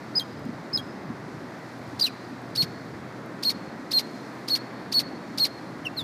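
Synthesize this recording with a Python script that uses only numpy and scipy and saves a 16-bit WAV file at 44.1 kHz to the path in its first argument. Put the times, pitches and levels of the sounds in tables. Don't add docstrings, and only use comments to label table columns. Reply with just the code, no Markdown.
import sys
import numpy as np
from scipy import signal
from scipy.fft import rfft, irfft, next_fast_len
from scipy.io import wavfile
from scipy.ndimage import uniform_filter1d

SR = 44100
rng = np.random.default_rng(int(sys.argv[2]) if len(sys.argv) > 2 else 0)


def store_wav(level_fs):
    pcm = np.round(np.clip(np.atleast_2d(level_fs), -1, 1) * 32767)
    wavfile.write(sys.argv[1], SR, pcm.T.astype(np.int16))


def boost_factor(decibels):
    exponent = np.asarray(decibels, float) / 20
    return 10 ** exponent


N = 266319

# (time [s], level [dB])
TRAFFIC = [(0, -1.5), (.94, 1.5), (1.77, -2), (2.67, -.4), (3.33, 1.1), (4.29, .6), (5.6, -.4), (6.04, .4)]
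# (time [s], level above the quiet drone [dB], length [s])
SURGES = [(0, 9, .12), (.45, 14, .13), (.8, 10, .06), (1.1, 9, .1), (1.38, 10, .08), (1.93, 11, .14),
          (2.6, 8, .15), (2.95, 12, .14), (3.6, 5, .08), (5.05, 8, .15), (5.8, 6, .2), (6.04, 9, .1)]
# (frequency [Hz], level per Hz [dB])
CITY = [(24, -56), (50, -28), (105, -9.5), (150, -3.5), (300, -.5), (438, -8.5), (621, -9.5), (1190, -13.5),
        (1960, -16.5), (2450, -24.5), (2900, -31.5), (4350, -28.5), (8110, -42.5), (15500, -51.5)]

STEP = [(0, 4100, -43, -8, .05), (.008, 5090, -22, -22, .01), (.033, 4920, -17, -17, .01),
        (.039, 5180, -31, -1, .04), (.044, 4950, -45, -4, .05), (.0475, 4050, -18, -13, .1),
        (.052, 3250, -30, -3, .1), (.068, 3180, -26, -22, .07), (.080, 3250, -36, -13, .03)]
SLUR = [(-.022, 1450, -44, 3, .7), (-.0105, 2480, -30, 0, .25), (-.002, 3690, -32.5, -3, .5),
        (.007, 4440, -22.5, -7, .1), (.028, 4294, -20, -12, .06), (.0503, 4230, -15.5, -11, .06),
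        (.0525, 3150, -29, -4, .3), (.058, 2330, -23, -8, .45), (.080, 1540, -42, 0, .67)]
JUMP = [(-.003, 1338, -56, 3, .7), (.005, 2146, -39, 6, .62), (.011, 2950, -33, 1, .45),
        (.015, 4115, -38, 0, .22), (.021, 4950, -19, -10, .08), (.030, 4705, -20, -22, .11),
        (.034, 4860, -19, -10, .09), (.039, 4130, -20, -7, .1), (.043, 3500, -33, -2, .2)]
STAIRS = [(0, 3540, -31, -2, .2), (.003, 3970, -24, -7, .1), (.009, 4314, -17, -11, .06),
          (.019, 3900, -19, -15, .08), (.0245, 4060, -18.5, -18, .08), (.028, 3430, -32, -12, .5),
          (.034, 2880, -20, -13, .22), (.048, 2525, -25, -30, .09), (.054, 2400, -28, -20, .18)]
LOW_CHIRP = [(0, 3240, -45, -13, .05), (.008, 3020, -23.5, -21, .01), (.016, 2790, -21.5, -24, .01),
             (.025, 2684, -11.5, -36, .01), (.030, 2650, -33, -38, .006), (.042, 2700, -43, -38, .05)]
HIGH_CHIRP = [(0, 4710, -56, -12, .05), (.009, 4350, -37, -8, .05), (.020, 4200, -26.5, -10, .05),
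              (.032, 3880, -25.5, -12, .045), (.042, 3590, -28, -8, .1), (.056, 3500, -30.5, -19, .12),
              (.068, 3360, -44, -21, .05)]
# (shape, start [s], hold stretched by [s], pitch factor,
# upward hook ending the hold [0-1], level [dB])
SONG = [(STEP, .1496, 0, 1.0, 0, 0.1), (STEP, .728, 0, 1.02, 0, -2), (JUMP, 1.992, 0, .99, 0, .1),
        (STAIRS, 2.0335, 0, .99, 0, .1), (SLUR, 2.5715, -.00092, 1.002, .04, -1.2),
        (SLUR, 3.4465, -.00097, .99, .055, -1.2), (SLUR, 3.930, .0065, .98, .0089, .2),
        (SLUR, 4.498, .0035, 1.003, .069, -1.9), (SLUR, 4.9385, .004, 1.014, .044, .1),
        (SLUR, 5.3955, .0, .99, .013, .4), (LOW_CHIRP, 5.847, 0, 1.0, 0, .1),
        (HIGH_CHIRP, 5.962, 0, .99, 0, .1)]
# (frequency [Hz], width [Hz], level [dB])
WINDPIPE = [
    (4545, 1226, 0),
    (9320, 660, -6),
    (12900, 2350, -4.5),
]
# (strongest echo delay [s], its level [dB])
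FRONTS = [(.1, -38), (.15, -35), (.1, -41), (.1, -41), (.16, -37), (.068, -32), (.07, -36), (.063, -28),
          (.085, -27), (.14, -32.5), (.07, -30), (.09, -32)]

# (time [s], level [dB], pitch [Hz])
GUSTS = [(.46, -20, 231), (.49, -20, 228), (.53, -33, 300), (.736, -25, 190), (.796, -32, 300),
         (1.1, -19.5, 230), (1.929, -27, 272), (2.314, -27.5, 280), (2.609, -32, 129), (2.629, -20, 168),
         (2.969, -31, 215), (5.129, -30, 318), (5.909, -27.5, 223), (6.019, -26, 140)]
# (time [s], peak level [dB])
TICKS = [(0.3944, -46), (0.4534, -43), (1.7894, -51), (2.4194, -46), (3.2605, -44), (4.1594, -48)]

CAR_S, CAR_LENGTH_S, CAR_DB = 4.8, .5, 1.2
BRAKE_S, BRAKE_LENGTH_S, BRAKE_DB = 4.2, .25, 3.5
TYRE_SHARE, HISS_SHARE = .1, -.6
HUM_HZ, HUM_DB = 122.3, -54
HOLD_S = .052
EVEN_DB, EVEN_LIFT_DB, EVEN_PITCH_HZ, EVEN_WIDTH_HZ = -4, 12, 2500, 600
PAVEMENT_S, PAVEMENT_DB = .0105, -15
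NEAR_DB, NEAR_T60_S = -25, .08
TAIL_DB, STREET_T60_S = -26.5, 1.2
THUMP_T60_S = .043
TOP_HZ = 15550


def shape(x, gain):
    size = next_fast_len(len(x) + 2048)
    hz = np.fft.rfftfreq(size, 1 / SR) + 1e-9
    return irfft(rfft(x, size) * gain(hz), size)[:len(x)]


def ring(f, hz, width):
    return 1 / (1 + 1j * (f / hz - hz / f) * hz / width)


def unit(x):
    return x / np.sqrt(np.mean(x ** 2))


def bump(t, s, length):
    return np.exp(-((t - s) / length) ** 2)


def walk(rate):
    k = int(SR / rate)
    steps = np.repeat(rng.standard_normal(N // k + 1), k)
    smooth = uniform_filter1d(uniform_filter1d(steps, k), k)
    return unit(smooth[:N])


def fading(t60, db, count):
    tail = rng.standard_normal(count) * boost_factor(-60 * np.arange(count) / SR / t60)
    return tail * boost_factor(db) / np.sqrt(np.sum(tail ** 2))


def traffic():
    t, size = np.arange(N) / SR, next_fast_len(N)
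    low = np.interp(t, *np.transpose(TRAFFIC))
    mid = TYRE_SHARE * low + CAR_DB * bump(t, CAR_S, CAR_LENGTH_S)
    deep = sum(db * bump(t, s, length) for s, db, length in SURGES)
    hiss = 1.2 + HISS_SHARE * low + BRAKE_DB * bump(t, BRAKE_S, BRAKE_LENGTH_S)
    swells = np.array([deep - np.mean(deep), low, mid, mid, hiss + 0.36 * walk(25.07)])

    hz, db = np.transpose(CITY)
    octave = np.log2(np.fft.rfftfreq(size, 1 / SR) + 1e-9)
    wash = rfft(rng.standard_normal(size)) * boost_factor(np.interp(octave, np.log2(hz), db))
    out = 0
    for centre in np.arange(4.5, 14.6, .5):
        band = irfft(wash * np.clip(1 - abs(octave - centre) / .5, 0, 1), size)[:N]
        place = np.interp(centre, [7, 7.5, 9.5, 11, 12.5], range(5))
        share = np.clip(1 - abs(place - np.arange(5)), 0, 1)
        flicker = np.interp(centre, [7, 10], [1.2, .5]) * walk(9)
        out = out + band * boost_factor(share @ swells + flicker)

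    hum_hz = HUM_HZ * (1 + 0.01507 * walk(1.8))
    hum = np.sin(2 * np.pi * np.cumsum(hum_hz) / SR) * boost_factor(HUM_DB + 3.1 * walk(3))
    return unit(out) * boost_factor(-38.5) + hum * np.sqrt(2)


def windpipe(f):
    total = 0
    for k, (hz, width, db) in enumerate(WINDPIPE):
        total = total + (-1) ** k * boost_factor(db) * ring(f, hz, width)
    return total / (1 + (f / 14300) ** 12)


def note(table, stretch, up, hook, level_db, flutter):
    s, *columns = np.transpose(table)
    s = s + stretch * np.clip(s / HOLD_S, 0, 1)
    t = np.arange(s[0], s[-1], 1 / SR)
    hz, db, over_db, hoarse = (uniform_filter1d(np.interp(t, s, c), size=36) for c in columns)
    pitch_shake, level_shake, breath, beak_noise = flutter[:, :len(t)]
    even_db = EVEN_DB + EVEN_LIFT_DB * bump(hz, EVEN_PITCH_HZ, EVEN_WIDTH_HZ)

    tight = hook * bump(t, HOLD_S + stretch - 0.0048, 0.00291)
    hz = hz * up * (1 + tight) * (1 + 0.041 * hoarse * pitch_shake)
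    phase = 2 * np.pi * np.cumsum(hz) / SR
    tone = np.sin(phase)
    for k in range(2, 14):
        overtone = boost_factor(over_db - 3.5 * (k - 1.5) + even_db * (k % 2 == 0)) * np.sin(k * phase)
        tone = tone + (k * hz < .45 * SR) * overtone

    edge = np.clip(np.minimum(t - s[0], s[-1] - t) / 0.0017, 0, 1)
    swell = boost_factor(db - 71 * tight + level_db) * np.sqrt(2) * edge
    air = 1.3 * hoarse * breath
    voice = shape(swell * (tone * (1 + 1.46 * hoarse * level_shake) + air), windpipe)
    beak = shape(swell * hoarse ** .25 * beak_noise,
                 lambda f: ring(f, 8900, 9000) / (1 + (f / 14000) ** 16))
    return s[0], voice + boost_factor(-27.5) * beak


def street(delay, echo_db):
    far = fading(STREET_T60_S, TAIL_DB, count=SR)
    far[:int(.04 * SR)] = 0
    far[int(delay * SR)] += boost_factor(echo_db)
    path = shape(far, lambda f: 1 / (1 + (f / 8000) ** 4))
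    path[:SR // 10] += fading(NEAR_T60_S, NEAR_DB, count=SR // 10)
    path[int(PAVEMENT_S * SR)] += boost_factor(PAVEMENT_DB)
    path[0] = 1
    return path


def bird():
    out = np.zeros(N + 2 * SR)
    for (table, start, *style), fronts in zip(SONG, FRONTS):
        flutter = np.array([unit(uniform_filter1d(rng.standard_normal(SR // 4), size=n))
                            for n in (40, 12, 1, 1)])
        lead, sound = note(table, *style, flutter)
        sound = signal.fftconvolve(sound, street(*fronts))
        out[int((start + lead) * SR):][:len(sound)] += sound
    return out[:N]


def handling():
    out, t = np.zeros(N + SR), np.arange(SR // 10) / SR
    for s, db, hz in GUSTS:
        fade = np.clip(t / 0.0054, 0, 1) * boost_factor(db - 60 * t / THUMP_T60_S + 3.5)
        out[int(s * SR):][:len(t)] += np.sin(2 * np.pi * hz * t) * fade
    for s, db in TICKS:
        grit = shape(rng.standard_normal(len(t)), lambda f: ring(f, 8500, 9000))
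        out[int(s * SR):][:len(t)] += unit(grit) * boost_factor(db - 60 * t / 0.011 - 7)
    return out[:N]


def scene():
    return (traffic() + bird() + handling())[None]


def band_limit(x):
    return signal.sosfilt(signal.butter(12, 15650, fs=SR, output="sos"), x)


def record(dry):
    stop = np.clip((N - np.arange(N)) / (.003 * SR), 0, 1)
    mix = shape(dry[0] * stop, lambda f: 1. * (f < TOP_HZ))
    return band_limit(mix[None])


dry = scene()
out = record(dry)
store_wav(out)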